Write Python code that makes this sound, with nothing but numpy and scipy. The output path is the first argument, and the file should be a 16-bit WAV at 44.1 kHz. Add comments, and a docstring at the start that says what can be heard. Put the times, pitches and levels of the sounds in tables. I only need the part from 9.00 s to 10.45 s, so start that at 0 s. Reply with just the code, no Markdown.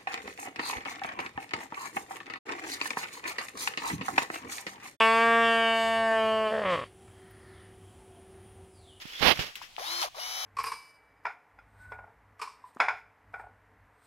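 """A cordless pruner works on a thin branch among leaves, close to a hand-held camera.
First leaves rustle over quiet outdoor air, with a faint whine. Then something scrapes over the
right microphone opening with a loud crunch. A few small clicks follow, and a twig snaps.
Last, the geared motor whirs twice: it spins up, brakes with a clack, and runs again more slowly."""
import sys
import numpy as np
from scipy.fft import rfft, irfft, next_fast_len
from scipy.io import wavfile
from scipy.ndimage import uniform_filter1d, map_coordinates

SR = 44100
rng = np.random.default_rng(int(sys.argv[2]) if len(sys.argv) > 2 else 0)


def pcm_store(signal):
    """Save signal as 16-bit PCM."""
    levels = np.round(np.clip(np.atleast_2d(signal), -1, 1) * 32767)
    wavfile.write(sys.argv[1], SR, levels.astype(np.int16).T)


N = 63945
TOP_HZ = 15800  # the highest pitch the camera keeps


def amp(db):
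    return 10 ** (np.asarray(db) / 20)


def unit(x):
    return x / np.sqrt(np.mean(x ** 2) + 1e-20)


def along(points, hz):
    """Read between the rows of a (pitch_hz, value) table, on a log pitch scale."""
    pitches, values = np.transpose(points)
    return np.interp(np.log(hz + 1), np.log(pitches + 1), values)


def curves(rows):
    """A gate that is open from the first row to the last, then each column as a curve in time."""
    times, *columns = np.transpose(rows)
    t = np.arange(N) / SR
    gate = uniform_filter1d(((t >= times[0]) & (t <= times[-1])) * 1., size=200)
    return [gate] + [np.interp(t, times, column) for column in columns]


def wobble(rate):
    """A smooth curve through `rate` random values a second."""
    return map_coordinates(rng.standard_normal(int(N * rate / SR) + 4), [np.arange(N) * rate / SR])


def filtered(x, response):
    """Multiply each frequency in x by response(hz)."""
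    size = next_fast_len(N + SR // 2)
    return irfft(rfft(x, size) * response(np.fft.rfftfreq(size, 1 / SR)), size)[..., :N]


def coloured(x, spectrum):
    """Shape x with a (pitch_hz, level_db) table, then set its average (rms) level to 1."""
    return unit(filtered(x, lambda hz: amp(along(spectrum, hz))))


def sides(db):
    """Left and right gains that make the left louder by db."""
    return amp(np.array([np.atleast_1d(db), -np.atleast_1d(db)]) / 2)


def arrive(x, lead_s):
    """One sound at both microphones, the left earlier by lead_s."""
    return filtered(x, lambda hz: np.exp(1j * np.pi * hz * lead_s * np.array([[1], [-1]])))


def grains(rate, spread_db, hiss_db):
    """Tiny slips of random size, `rate` a second, over a hiss; each side has its own."""
    signs = (rng.random((2, N)) < rate / SR) * rng.choice([-1, 1], (2, N))
    sizes = amp(spread_db * np.minimum(rng.exponential(size=(2, N)), np.pi))
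    return unit(signs * sizes) + amp(hiss_db) * rng.standard_normal((2, N))


def knock(start_s, fade_s, gain, size=8192):
    """A hit with a rattle that falls 60 dB in fade_s, shaped by gain(hz); peak 1 on each side."""
    t = np.arange(size) / SR
    # build a filter that rings only after the hit, never before
    cepstrum = irfft(np.log(np.maximum(gain(np.fft.rfftfreq(size, 1 / SR)), 1e-6)))
    cepstrum[1:size // 2] *= 2
    cepstrum[size // 2 + 1:] = 0
    push = rng.standard_normal((2, size)) * np.exp(-np.log(1000) * t / fade_s)
    push[:, 0] += 7  # the hit itself
    ring = irfft(rfft(push) * np.exp(rfft(cepstrum)))
    ring /= abs(ring).max(axis=1, keepdims=True)
    return np.pad(ring, ((0, 0), (round(start_s * SR), N)))[:, :N]


# Tone colour of the air: pitch_hz, level_db
AIR_COLOUR = [(25, 0.5), (60, -2.5), (200, -10), (470, -18), (800, -5.5), (1400, -12), (3000, -3),
              (6000, -11), (8500, -18), (16000, -25)]
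def outdoor_air():
    """A quiet, steady hush, partly the same in both ears."""
    return amp(-56) * coloured(rng.standard_normal((2, N)) + 0.62 * rng.standard_normal(N), AIR_COLOUR)


# Path of the whine: time_s, pitch_hz, level_db
WHINE_PATH = [(.02, 2400, -65), (.14, 3370, -52), (.16, 3424, -46), (.19, 3430, -45.5), (.22, 2970, -57)]
def faint_whine():
    """A thin, unsteady whine rises and sags before the crunch."""
    gate, hz, db = curves(WHINE_PATH)
    level = gate * amp(db + 3.2 * wobble(121.0))
    phase = 2 * np.pi * np.cumsum(hz * (1 + 0.038 * wobble(593))) / SR
    return level * np.sqrt(2) * np.sin(phase)


# Loudness of the rustle: time_s, level_db, right_extra_db
RUSTLE_LEVELS = [(0, -49.5, 0), (.02, -42.5, 2), (.04, -50.5, 3.5), (.1, -46.5, 4), (.18, -44.5, 7),
                 (.28, -40, 13.5), (.35, -41, 3.5), (.39, -38, 1), (.402, -32, 3), (.44, -40, 5.5),
                 (.48, -43.5, 4), (.51, -50, -0.5), (.55, -54, -3), (.565, -41, -4), (.605, -51.5, -3),
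                 (.635, -40, -3.5), (.68, -55.5, -2), (.75, -69, 3), (.8, -40, 2)]
# Tone colour of the leaves: pitch_hz, level_db
LEAF_COLOUR = [(100, -37), (400, -13), (700, -12.5), (1100, -1.5), (2000, 2), (3200, 0.5), (3900, -10),
               (5300, -1), (6100, -8), (7100, -11), (8400, -20.5), (10300, -18.5), (11400, -12.5),
               (12500, -17.5), (16000, -20.5)]
# How that colour changes on the right: pitch_hz, right_extra_db
LEAF_RIGHT_COLOUR = [(200, 14), (1200, -9), (3000, -0.5), (4100, 6.5), (5400, -6.5), (8000, -3.5),
                     (12500, -2.5)]
def foliage():
    """Leaves and bark slide over each other in small clumps of slips."""
    def slips():
        clumps = grains(rate=2500, spread_db=4.5, hiss_db=-3.0) * amp(1.54 * wobble(130.5))
        return coloured(clumps, LEAF_COLOUR)
    gate, db, right_db = curves(RUSTLE_LEVELS)
    shared = arrive(slips()[0], lead_s=-0.000323)  # reaches the right side first
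    left, right = np.sqrt(0.3) * shared + np.sqrt(0.7) * slips()
    right = filtered(right, lambda hz: amp(along(LEAF_RIGHT_COLOUR, hz)))
    return gate * amp(db) * np.array([left, right * amp(right_db)])


# Loudness of the scrape: time_s, level_db
SCRAPE_LEVELS = [(.185, -59), (.216, -28), (.229, -16.5), (.245, -19.5), (.262, -14.5), (.29, -14.5),
                 (.315, -15.5), (.328, -21.5), (.345, -43), (.385, -46), (.398, -33.5), (.51, -49)]
# Tone colour of the scrape: pitch_hz, level_db
SCRAPE_COLOUR = [(18, -48), (30, -9.5), (134, -4.5), (230, -9), (480, -4.5), (900, -3.5), (1460, -7.5),
                 (3140, -3.5), (5450, -15.5), (7670, -36.5), (11700, -25), (16000, -34.5)]
# Soft bumps on the microphone: start_s, peak_db, fade_s
MIC_BUMPS = [(0.054, -32.5, 0.025), (0.208, -26, 0.033), (.227, -19.5, 0.055), (0.264, -15, 0.034),
             (.361, -37, 0.065), (0.391, -20, 0.089)]
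# Tone colour of a bump: pitch_hz, level_db
BUMP_COLOUR = [(20, -10.5), (140, -6), (350, -16.5), (800, -23), (5000, -63)]
def microphone_scrape():
    """Something rubs and bumps on the right microphone opening; the left barely hears it."""
    gate, db = curves(SCRAPE_LEVELS)
    slips = grains(rate=4000, spread_db=2.2, hiss_db=-2)[1] * amp(wobble(204.3))
    crunch = gate * amp(db) * coloured(slips, SCRAPE_COLOUR)
    bumps = sum(amp(peak_db) * knock(start_s, fade_s, lambda hz: amp(along(BUMP_COLOUR, hz)))[1]
                for start_s, peak_db, fade_s in MIC_BUMPS)
    return (crunch + bumps) * np.array([[amp(-45)], [1]])


# Twig, trigger and gear clicks: start_s, peak_db, pitch_hz, width_octaves, fade_s, left_extra_db
CLICK_HITS = [(0.3732, -27.5, 1870, 0.57, 0.017, 0), (.392, -22.5, 2700, 0.48, 0.045, -5),
              (0.5552, -27, 2740, 0.51, 0.029, 3), (.616, -33.5, 933, 0.46, 0.0091, 6),
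              (.7655, -34, 2710, 0.54, 0.0015, 23), (.7815, -26, 820, 0.45, 0.032, 2.5),
              (1.0165, -18, 4970, 0.58, 0.02, 6), (1.028, -19, 2880, 1.05, 0.12, 1.5)]
def clicks():
    """Each click rings briefly in a broad band around its pitch."""
    sound = np.zeros((2, N))
    for start_s, peak_db, pitch_hz, width, fade_s, left_db in CLICK_HITS:
        band = lambda hz: (1 + (np.log2((hz + 1) / pitch_hz) / width) ** 2) ** -1.4
        sound += amp(peak_db) * sides(left_db) * knock(start_s, fade_s, band)
    return sound


def twig_snap(treble_hz=7000):
    """One twig breaks with a crisp, high crack."""
    treble = lambda hz: hz ** 2 / (hz ** 2 + treble_hz ** 2)
    return amp(-27.5) * knock(start_s=0.5558, fade_s=0.055, gain=treble)


def drive_tone(run, pitch_hz=4020):
    """At part speed the motor's drive chops its current and sings at one steady pitch."""
    gate, _, level_db = curves(run)
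    return gate * amp(level_db - 11) * np.sqrt(2) * np.sin(2 * np.pi * pitch_hz * np.arange(N) / SR)


# Low ring of the gearbox: pitch_hz, level_db
GEARBOX_COLOUR = [(280, -28.5), (520, -1.5), (860, 1.5), (1120, 2.5), (2000, -38)]
def chirp_and_growl(speed, angle, acceleration, slack_hz=167):
    """The gears chirp at three times the motor speed; below slack_hz they run loose and growl."""
    push_db = np.where(acceleration > 0, 0.5, -1)  # speeding up, or braking
    chatter_db = 3 * wobble(250)
    chirp = np.sqrt(2) * amp(push_db + along(GEARBOX_COLOUR, 3 * speed) + chatter_db) * np.sin(3 * angle)
    growl = amp(5) / (1 + (speed / slack_hz) ** 4) * coloured(rng.standard_normal(N), GEARBOX_COLOUR)
    return chirp, growl


# Tone colour of the pruner's shell: pitch_hz, level_db
SHELL_COLOUR = [(100, -46), (310, -27), (422, -24), (745, -8.5), (1290, -4.5), (1420, -8.5), (2310, -6.5),
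                (2760, -15.5), (2980, -8), (4080, -8), (4760, -7), (6140, -9), (7770, -24), (10400, -13.5),
                (16000, -20)]
# Treble taken from the hiss and given twice over to the buzz: pitch_hz, shift_db
BUZZY_TREBLE = [(3000, 0), (9000, 3.5)]
def gear_buzz(speed, angle):
    """A buzz that repeats with each turn of the motor, coloured by the shell."""
    buzz = np.zeros(N)
    for multiple in range(2, 64):
        hz = multiple * speed
        db = along(SHELL_COLOUR, hz) + 2 * along(BUZZY_TREBLE, hz) + 2 * np.log2(multiple / 20)
        buzz += amp(db) * (hz < TOP_HZ) * np.sin(multiple * angle + rng.uniform(0, 2 * np.pi))
    return unit(buzz)


def gear_hiss(angle):
    """The gears hiss in pulses, once and three times a turn."""
    pulsing = 1 + 0.1 * np.cos(angle) + 0.31 * np.cos(3 * angle)
    darker = [(hz, db - along(BUZZY_TREBLE, hz)) for hz, db in SHELL_COLOUR]
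    slips = grains(rate=4200, spread_db=2.5, hiss_db=1.0)
    return amp(1.5) * coloured(slips * pulsing, darker) / np.sqrt(2)


def gear_tones(speed, angle, tones, ring_hz=3830, width_hz=260):
    """Clear tones follow the motor; each swells as it crosses the pitch where the shell rings."""
    sound = np.zeros(N)
    for multiple, db in tones:
        swell_db = 8 / (1 + ((multiple * speed - ring_hz) / width_hz) ** 2)
        level = amp(db + swell_db + wobble(35.04))
        sound += level * np.sin(multiple * angle + rng.uniform(0, 2 * np.pi))
    return np.sqrt(2) * sound


# How far the motor's sound leans to the left: pitch_hz, left_extra_db
MOTOR_BALANCE = [(300, 2.5), (800, 1.5), (1200, 6), (2000, -2), (3300, 4), (4700, 5.5), (6200, 7.5),
                 (9000, 2), (14000, -2)]
def motor(run, tones, buzz_db, strain_hz_per_s=2400, low_cut_hz=330):
    """One run of the geared motor; tones and buzz give way to a low chirp as it speeds up or brakes."""
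    gate, speed, level_db = curves(run)
    angle = 2 * np.pi * np.cumsum(speed * (1 + .001 * wobble(100))) / SR
    acceleration = uniform_filter1d(np.gradient(speed) * SR, size=400)
    strain = np.tanh(acceleration / strain_hz_per_s) ** 2  # 0 at steady speed, up to 1
    whir = gear_tones(speed, angle, tones) + amp(buzz_db) * gear_buzz(speed, angle)
    chirp, growl = chirp_and_growl(speed, angle, acceleration)
    gears = (1 - strain) ** 2 * whir + strain * chirp + growl
    # the small shell gives off little bass
    gears = filtered(gears, lambda hz: 1 - 1 / (1 + (hz / low_cut_hz) ** 10))
    direct = arrive(gears + gear_hiss(angle)[0], lead_s=0.000295)
    sound = gate * amp(level_db) * (direct + gear_hiss(angle))
    return filtered(sound, lambda hz: sides(along(MOTOR_BALANCE, hz)))


# The motor's two runs: time_s, speed_hz (turns a second), level_db
FAST_SPIN = [(.785, 90, -51), (.8, 135, -46), (.828, 248, -41), (.85, 290.4, -41), (.868, 307.5, -38.5),
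             (.9, 332, -39.5), (.925, 341, -36), (.955, 350, -38), (1.015, 351, -35.5), (1.028, 338, -32.5),
             (1.044, 240, -35.5), (1.058, 148, -41), (1.088, 110, -53)]
SLOW_SPIN = [(1.145, 80, -56), (1.17, 130, -47.5), (1.182, 186, -44), (1.196, 240, -43),
             (1.225, 244, -42.5), (1.33, 251.7, -41.7), (1.45, 257, -39.7)]
# Pitches of each run's gear tones: multiple_of_speed
FAST_MULTIPLES = [1, 3, 9, 12, 15, 21, 24, 30]
SLOW_MULTIPLES = [3, 9, 12, 13, 15, 21, 24, 41]
# Strength of those tones within the run: level_db
FAST_LEVELS = [-14, -11, -10, -6, -8.5, -20, -21, -22]
SLOW_LEVELS = [-9.5, -8.5, -5.5, -15, -16, -3.5, -8.5, -23]
def pruner():
    """The motor runs fast and brakes, then runs slower with more buzz and a steady high tone."""
    fast = motor(FAST_SPIN, zip(FAST_MULTIPLES, FAST_LEVELS), buzz_db=-24)
    slow = motor(SLOW_SPIN, zip(SLOW_MULTIPLES, SLOW_LEVELS), buzz_db=-3.5)
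    return fast + slow + drive_tone(SLOW_SPIN)


def scene():
    """The pruner, with air, leaves and handling noises around it."""
    return (pruner() + outdoor_air() + faint_whine() + foliage() + microphone_scrape()
            + clicks() + twig_snap())


def record(dry):
    """The camera keeps nothing above TOP_HZ."""
    return filtered(dry, lambda hz: hz < TOP_HZ)


dry = scene()
out = record(dry)
pcm_store(out)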